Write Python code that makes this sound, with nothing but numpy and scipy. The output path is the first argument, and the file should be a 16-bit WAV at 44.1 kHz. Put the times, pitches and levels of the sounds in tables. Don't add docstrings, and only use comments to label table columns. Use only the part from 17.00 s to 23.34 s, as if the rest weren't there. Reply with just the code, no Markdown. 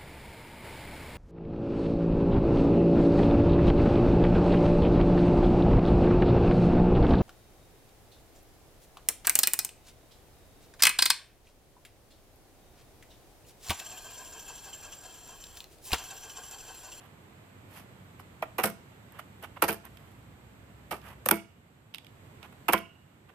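import sys
import numpy as np
from scipy import signal
from scipy.fft import rfft, irfft, next_fast_len
from scipy.io import wavfile
from scipy.ndimage import uniform_filter1d, minimum_filter1d, map_coordinates

SR = 44100
rng = np.random.default_rng(int(sys.argv[2]) if len(sys.argv) > 2 else 0)


def wav_record(signal):
    frames = np.transpose(np.atleast_2d(signal))
    bounded = np.clip(frames, -1, 1)
    quanta = np.round(bounded * 32767).astype(np.int16)
    wavfile.write(sys.argv[1], SR, quanta)


N = 279726
T = np.arange(SR // 2) / SR
TOP_HZ = 14800

# [t/s, knock level/dB, tear level/dB, strap resonance f/Hz, nominal t60/s]
CUTS = [(1.194, -46.5, -54.5, 790, 0.073), (1.4228, -25, -43, 673, 0.05), (1.582, -24, -32.5, 751, .11),
        (2.6193, -19, -27, 927, 0.09), (2.636, -23.5, -29.5, 804, 0.062), (3.909, -31, -37.5, 848, .135),
        (4.2574, -29, -34.5, 558, .07), (4.2869, -26.5, -40, 1400, 0.039), (5.683, -17, -27.5, 891, 0.068)]
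# [t/s, slither duration/s, strap level/dB, splinter level/dB, strap f/Hz,
# nominal t60/s, tyre level/dB, favoured tyre f/Hz, rim level/dB, favoured rim f/Hz]
WHIPS = [(1.6381, .005, -26, -26.5, 528, .15, -24, 208, -44, 1500),
         (2.689, .009, -27.5, -31.5, 870, 0.13, -28.5, 440, -59, 1200),
         (4.3115, .002, -19, -43, 1144, .095, -15.5, 260, -36.5, 2127),
         (5.7326, .009, -9.3, -24.5, 990, 0.061, -15.5, 270, -25, 1040)]
# [f/Hz, relative level/dB, t60/s]
TYRE_MODES = [(95, -9.5, 0.24), (181.3, -3, .18), (208.5, -1, 0.22), (332.5, 1, 0.14), (387, -9, 0.24),
              (451.6, 0, 0.17), (580, 1.5, 0.046), (673, 2, 0.25)]
# [f/Hz, relative level/dB, t60/s]
RIM_MODES = [(1021, 13, 0.066), (1230, 3, 0.052), (1403, 7, 0.13), (1440, -14.5, 0.5), (1501, -10, 0.15),
             (1557, -2, .18), (1960, -2.5, 0.21), (2054, 0.5, 0.14), (2185, 2, 0.21), (2220, -2, .26),
             (2290, -1, 0.28), (2540, -8, 0.36), (2720, -14.5, 0.6), (2880, -11, 0.7), (3134, -16, 0.45),
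             (3164, -16.5, 0.3)]
# [t/s, level/dB, left-right level difference/dB]
SNAPS = [(1.638, -16.5, -8), (2.121, -51, -1), (2.192, -46, 0), (2.426, -42, 0), (2.6233, -14, -2),
         (2.688, -23.5, -6), (2.728, -27.5, -5), (2.852, -39, -1), (4.26, -18.5, -3.5), (4.2875, -11.5, -3),
         (4.3101, -2, -4), (5.7336, -9.5, 0)]
# [t/s, level/dB]
TICKS = [(2.971, -47.5), (4.016, -53), (4.9396, -35), (4.9452, -27.5), (4.956, -40), (4.983, -36),
         (5.046, -47), (5.067, -45.5), (5.429, -44), (5.778, -30.5)]
# [t/s of the peak, half length/s, body level/dB, hiss level/dB]
SCRAPES = [(.03, .05, -57.5, -68), (.768, 0.048, -52, -54), (2.173, 0.047, -54.5, -71),
           (2.197, .009, -43.5, -54.5), (2.443, 0.015, -41, -51.5), (2.571, .008, -40.5, -64),
           (2.86, 0.016, -51, -61), (3.048, 0.19, -66, -71), (4.086, .045, -49, -57.5),
           (5.445, .02, -49, -62), (5.528, 0.0034, -56, -64), (6.297, 0.0077, -47, -65)]
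# [f/Hz, relative spectral level/dB]
STRAP_COLOUR = [(41, -45.5), (70, -18), (198, -6), (272, -9), (457, -1), (585, -2.5), (670, -0.5),
                (1380, 1.5), (1690, -5.5), (2660, -4.5), (3570, -17), (7190, -23), (12600, -14),
                (14500, -13.5), (15500, -38.5)]
# [f/Hz, relative spectral level/dB]
SNAP_COLOUR = [(300, -10), (700, -4), (1150, -1), (2100, -7), (3100, -8), (4200, -21), (5200, -14),
               (7500, -17), (9200, -2), (10800, -8.5), (12600, 3), (14500, 1.5)]
# [f/Hz, left-right level difference/dB]
NEAR_PAN = [(200, -1.5), (700, -2.5), (1200, -5), (2200, -10.5), (3200, -11), (4500, -3.5), (6500, 6),
            (9000, -5.5), (14000, 2.5)]
# [f/Hz, left-right correlation]
NEAR_ALIKE = [(300, 0.98), (1000, .94), (2500, 0.13), (4500, 0.19), (12000, 0.04)]
# [f/Hz, t60/s]
YARD_DECAY = [(150, .34), (700, 0.3), (2500, 0.28), (6000, 0.38), (13000, 0.16)]
# [t/s, mean pitch f/Hz, level/dB]
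ENGINE = [(0, 100.3, -73), (.6, 96.5, -56.5), (1.9, 88.3, -61), (2.5, 60.2, -63.5), (4.1, 64.4, -57),
          (4.5, 65.7, -67.5), (6.34, 66, -77)]
# [f/Hz, relative spectral level/dB]
AIR_COLOUR = [(15, -44.5), (25, -29), (27, -22), (45, -16.5), (98, 1), (250, -8), (373, -13.5), (415, -16),
              (515, -20.5), (2130, -28), (5720, -45.5), (7680, -37.5), (10000, -47.5), (13800, -38),
              (15000, -47.5)]
# [f/Hz, left-right level difference/dB]
AIR_PAN = [(60, -5.5), (150, -2.5), (380, -2.0), (950, -3), (2380, -6), (5980, 2), (15000, 0)]
# [f/Hz, left-right correlation]
AIR_ALIKE = [(60, 0.97), (180, 0.99), (550, 0.35), (1650, -0.16), (4970, -0.14), (15000, 0.0055)]
# [t/s, rumble level/dB, hush level/dB]
AIR_LEVEL = [(0, -55.5, -58.5), (.8, -55, -57.5), (2.7, -54, -58), (3.3, -54.5, -59), (6.34, -54, -57.5)]

RISE_SHARE = 0.045
THUD_DB, BOOM_DB = -0.5, -3.5
BOOM_HZ, BOOM_LAG_S = 282, .005
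SLITHER_DB, SLITHER_HISS_DB, SLITHER_HZ, SLITHER_T60_S = -28, -29, 1830, 0.04
WHIP_THUD_DB = -8
PATTER_DB, PATTER_FROM_S, PATTER_SPAN_S, PATTER_FALL_DB_PER_S = -31, .03, 0.039, 80
SNAP_HZ, SNAP_BODY_DB = 1450, -8
TICK_HZ, TICK_EDGE_DB = 3700, -2.5
ROUGH_DB, CATCHES_PER_S = 1.75, 100
DIP_THRESHOLD_DB, DIP_SLOPE, DIP_MOST_DB = -13.5, 3, 5.5
DIP_ATTACK_S, DIP_HOLD_S, DIP_RELEASE_DB_PER_S = 0.00099, 0.58, 15.5


def cuts():
    out = np.zeros((2, N))
    for s, knock_db, tear_db, strap_hz, t60 in CUTS:
        add(out, s, crack(knock_db, tear_db, tear_db + THUD_DB, strap_hz, RISE_SHARE * t60, t60))
        add(out, s + BOOM_LAG_S, tyre(tear_db + BOOM_DB, BOOM_HZ))
    return out


def whips():
    out = np.zeros((2, N))
    for (s, slither_s, strap_db, splinter_db, strap_hz, t60,
         tyre_db, tyre_hz, rim_db, rim_hz) in WHIPS:
        slither = crack(SLITHER_DB, SLITHER_HISS_DB, -np.inf, SLITHER_HZ, slither_s, SLITHER_T60_S)
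        add(out, s - slither_s, slither)
        add(out, s, crack(strap_db, splinter_db, tyre_db + WHIP_THUD_DB, strap_hz, 0.015 * t60, t60))
        add(out, s + 0.00205, tyre(tyre_db, tyre_hz) + rim(rim_db, rim_hz))
        for delay in PATTER_FROM_S + PATTER_SPAN_S * rng.random(size=3):
            db = PATTER_DB - PATTER_FALL_DB_PER_S * delay
            add(out, s + delay, click(db + SNAP_BODY_DB, db, SNAP_HZ, pan_db=-2.5))
    return out


def crack(body_db, splinter_db, thud_db, ring_hz, rise, t60):
    uneven = ripple(depth_db=3, count=90)

    def colour(hz):
        resonance_db = 3.9 * bump(hz, ring_hz, octaves=0.15)
        return amp(along(STRAP_COLOUR, hz) + along(uneven, hz) + resonance_db)

    thud_shape = strike(rise + 0.0055, t60, first=0)
    thud = burst(thud_shape, lambda hz: colour(hz) * band(hz, 0), grain_db=-1.0)
    body = burst(strike(rise, 1.013 * t60), lambda hz: colour(hz) * band(hz, 1), grain_db=2.5)
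    splinter_shape = strike(0.88 * rise, 0.98 * t60)
    splinter = burst(splinter_shape, lambda hz: colour(hz) * band(hz, 2), grain_db=4.5)

    outline = strike(rise, 0.84 * t60, first=0)
    size = len(outline)
    cycles = ring_hz * T[:size] + rng.random() + 0.12 * wobble(size, rate=170)
    twang = amp(-3.5) * outline * np.sin(2 * np.pi * cycles) * sides(along(NEAR_PAN, ring_hz))
    mix = amp(thud_db) * thud + amp(body_db) * (body + twang) + amp(splinter_db) * splinter
    return bend(mix, lag=0.002523)


def ripple(depth_db, count):
    hz = np.linspace(np.sqrt(200), np.sqrt(TOP_HZ), count) ** 2
    return np.column_stack([hz, depth_db * rng.standard_normal(count)])


def bend(x, lag):
    return filtered(x, lambda hz: np.exp(-2j * np.pi * lag * (2 * np.sqrt(1000 * hz) - hz / 3)))


def tyre(db, spot_hz):
    weight = lambda hz: 0.24 + 0.51 * bump(hz, spot_hz, octaves=0.31)
    return amp(db) * ring(TYRE_MODES, attack=0.0046, weight=weight, spread=.08)


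def rim(db, spot_hz):
    rattle = amp(3 * wobble(len(T), rate=110))
    weight = lambda hz: 0.48 + bump(hz, spot_hz, octaves=0.23)
    return amp(db) * rattle * ring(RIM_MODES, attack=0.00097, weight=weight, spread=.45)


def ring(modes, attack, weight, spread):
    out = np.zeros((2, len(T)))
    for hz, db, t60 in modes:
        phase = rng.uniform(0, 2 * np.pi) + spread * rng.standard_normal((2, 1))
        fall = amp(-60 * T / t60)
        strength = amp(db + rng.normal(0, 1.38)) * weight(hz)
        out += strength * sides(along(NEAR_PAN, hz)) * fall * np.sin(2 * np.pi * hz * T + phase)
    return out * (1 - np.exp(-T / attack))


def contacts():
    out = np.zeros((2, N))
    for s, db, pan_db in SNAPS:
        add(out, s, click(db + SNAP_BODY_DB, db, SNAP_HZ, pan_db))
    for s, db in TICKS:
        add(out, s, click(db, db + TICK_EDGE_DB, TICK_HZ, pan_db=-2.5))
    return out


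def click(body_db, edge_db, ring_hz, pan_db):
    colour = lambda hz: amp(along(SNAP_COLOUR, hz) + 25 * bump(hz, ring_hz, octaves=0.71))
    body = burst(strike(0.00063, 0.019), lambda hz: colour(hz) * band(hz, 1), grain_db=1.5)
    edge = burst(strike(0.00086, 0.015), lambda hz: colour(hz) * band(hz, 2), grain_db=3.5)
    return bend(amp(body_db) * body + amp(edge_db) * edge * sides(pan_db), lag=0.000884)


def scrapes():
    out = np.zeros((2, N))
    middle = T.mean()
    for s, half, body_db, hiss_db in SCRAPES:
        catches = amp(ROUGH_DB * wobble(len(T), rate=CATCHES_PER_S))
        swell = np.exp(-((T - middle) / half) ** 2) * catches
        body = burst(swell, lambda hz: amp(along(SNAP_COLOUR, hz)) * band(hz, 1), grain_db=1.5)
        hiss = burst(swell, lambda hz: amp(along(STRAP_COLOUR, hz)) * band(hz, 2), grain_db=2.5)
        add(out, s - middle, amp(body_db) * body + amp(hiss_db) * hiss)
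    return out


def yard(x):
    hz, t, z = signal.stft(rng.standard_normal((2, SR // 2)), SR, nperseg=256)
    decay = amp(-60 * t / along(YARD_DECAY, hz)[:, None])
    tail = signal.istft(z * decay, SR, nperseg=256)[1]
    tail *= 1 - np.exp(-np.arange(tail.shape[1]) / SR / 0.0051)
    return signal.fftconvolve(x, tail / np.linalg.norm(tail[0]), axes=1)[:, :N]


def outdoors():
    rumble_db, hush_db = curves(AIR_LEVEL)
    air = lambda colour: noise(N, colour, AIR_PAN, AIR_ALIKE)
    rumble = amp(rumble_db) * air(lambda hz: amp(along(AIR_COLOUR, hz)) / np.hypot(1, (hz / 450) ** 5))
    hush = amp(hush_db) * air(lambda hz: amp(along(AIR_COLOUR, hz)) * (band(hz, 1) + band(hz, 2)))
    hiss = amp(hush_db - 20) * air(lambda hz: bump(hz, 7800, octaves=.05))

    pitch_hz, engine_db = curves(ENGINE)
    unsteady_hz = pitch_hz * (1 + .012 * wobble(N, rate=16))
    turn = 2 * np.pi * np.cumsum(unsteady_hz) / SR
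    engine = amp(engine_db + 2.3 * wobble(N, rate=35)) * (np.sin(turn) + 0.43 * np.sin(2 * turn))
    return rumble + hush + hiss + engine * sides(3.5)


def burst(shape, colour, grain_db):
    size = len(shape)
    grains = amp(np.minimum(grain_db, 4.5) * wobble(size, rate=900))
    x = noise(size, colour, NEAR_PAN, NEAR_ALIKE) * shape * grains
    return unit(x) * np.sqrt(np.mean(shape ** 2))


def strike(rise, t60, first=0.45):
    t = T[:SR // 5]
    onset = np.minimum(first + t / max(rise, 1e-4) * (1 - first), 1)
    return onset * amp(-60 * np.maximum(t - rise, 0) / t60)


def noise(size, colour, pan, alike):
    turn = lambda hz: np.arccos(np.clip(along(alike, hz), -1, 1)) / 2
    mid_side = lambda hz: colour(hz) * np.array([np.cos(turn(hz)), np.sin(turn(hz))])
    mid, side = filtered(rng.standard_normal((2, size)), mid_side)
    stereo = np.array([mid + side, mid - side])
    return unit(filtered(stereo, lambda hz: sides(along(pan, hz))))


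def wobble(size, rate):
    knots = rng.standard_normal(int(size * rate / SR) + 4)
    return map_coordinates(knots, [np.arange(size) * rate / SR])


def band(hz, index):
    lo, hi = [(70, 450), (450, 3500), (3500, 15000)][index]
    return ((1 + (lo / (hz + 1)) ** 10) * (1 + (hz / hi) ** 10)) ** -.5


def bump(hz, centre_hz, octaves):
    return np.exp(-.5 * (np.log2((hz + 1) / centre_hz) / octaves) ** 2)


def sides(db):
    g = amp(np.array([db, -db]).reshape(2, -1) / 2)
    return g / np.sqrt(np.mean(g ** 2, axis=0))


def filtered(x, response):
    n = x.shape[-1]
    m = next_fast_len(n + SR // 8)
    return irfft(rfft(x, m) * response(np.fft.rfftfreq(m, 1 / SR)), m)[..., :n]


def along(points, hz):
    f, v = np.transpose(points)
    return np.interp(np.log(hz + 1), np.log(f + 1), v)


def curves(rows):
    s, *cols = np.transpose(rows)
    return [np.interp(np.arange(N) / SR, s, c) for c in cols]


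def add(track, s, x):
    start = round(s * SR)
    x = x[:, max(-start, 0):N - start]
    track[:, max(start, 0):][:, :x.shape[1]] += x


def amp(db):
    return 10 ** (np.asarray(db) / 20)


def unit(x):
    return x / np.sqrt(np.mean(x ** 2) + 1e-20)


def level_dip(x):
    power = uniform_filter1d(np.max(x ** 2, axis=0), SR // 60)
    over_db = 10 * np.log10(np.abs(power) + 1e-12) - DIP_THRESHOLD_DB
    cut_db = np.clip(DIP_SLOPE * over_db, 0, DIP_MOST_DB)
    hold = int(DIP_HOLD_S * SR)
    held_db = -minimum_filter1d(-cut_db, hold, origin=(hold - 1) // 2)
    creep_db = DIP_RELEASE_DB_PER_S * np.arange(N) / SR
    released_db = np.maximum.accumulate(held_db + creep_db) - creep_db
    keep = np.exp(-1 / (DIP_ATTACK_S * SR))
    return x * amp(-signal.lfilter([1 - keep], [1, -keep], released_db))


def scene():
    near = cuts() + whips() + contacts() + scrapes()
    return near + amp(-15.5) * yard(near) + outdoors()


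def record(dry):
    clipped = np.clip(level_dip(dry), -1, 1)
    return filtered(clipped, lambda hz: 1 / np.hypot(1, (hz / TOP_HZ) ** 60))


dry = scene()
out = record(dry)
wav_record(out)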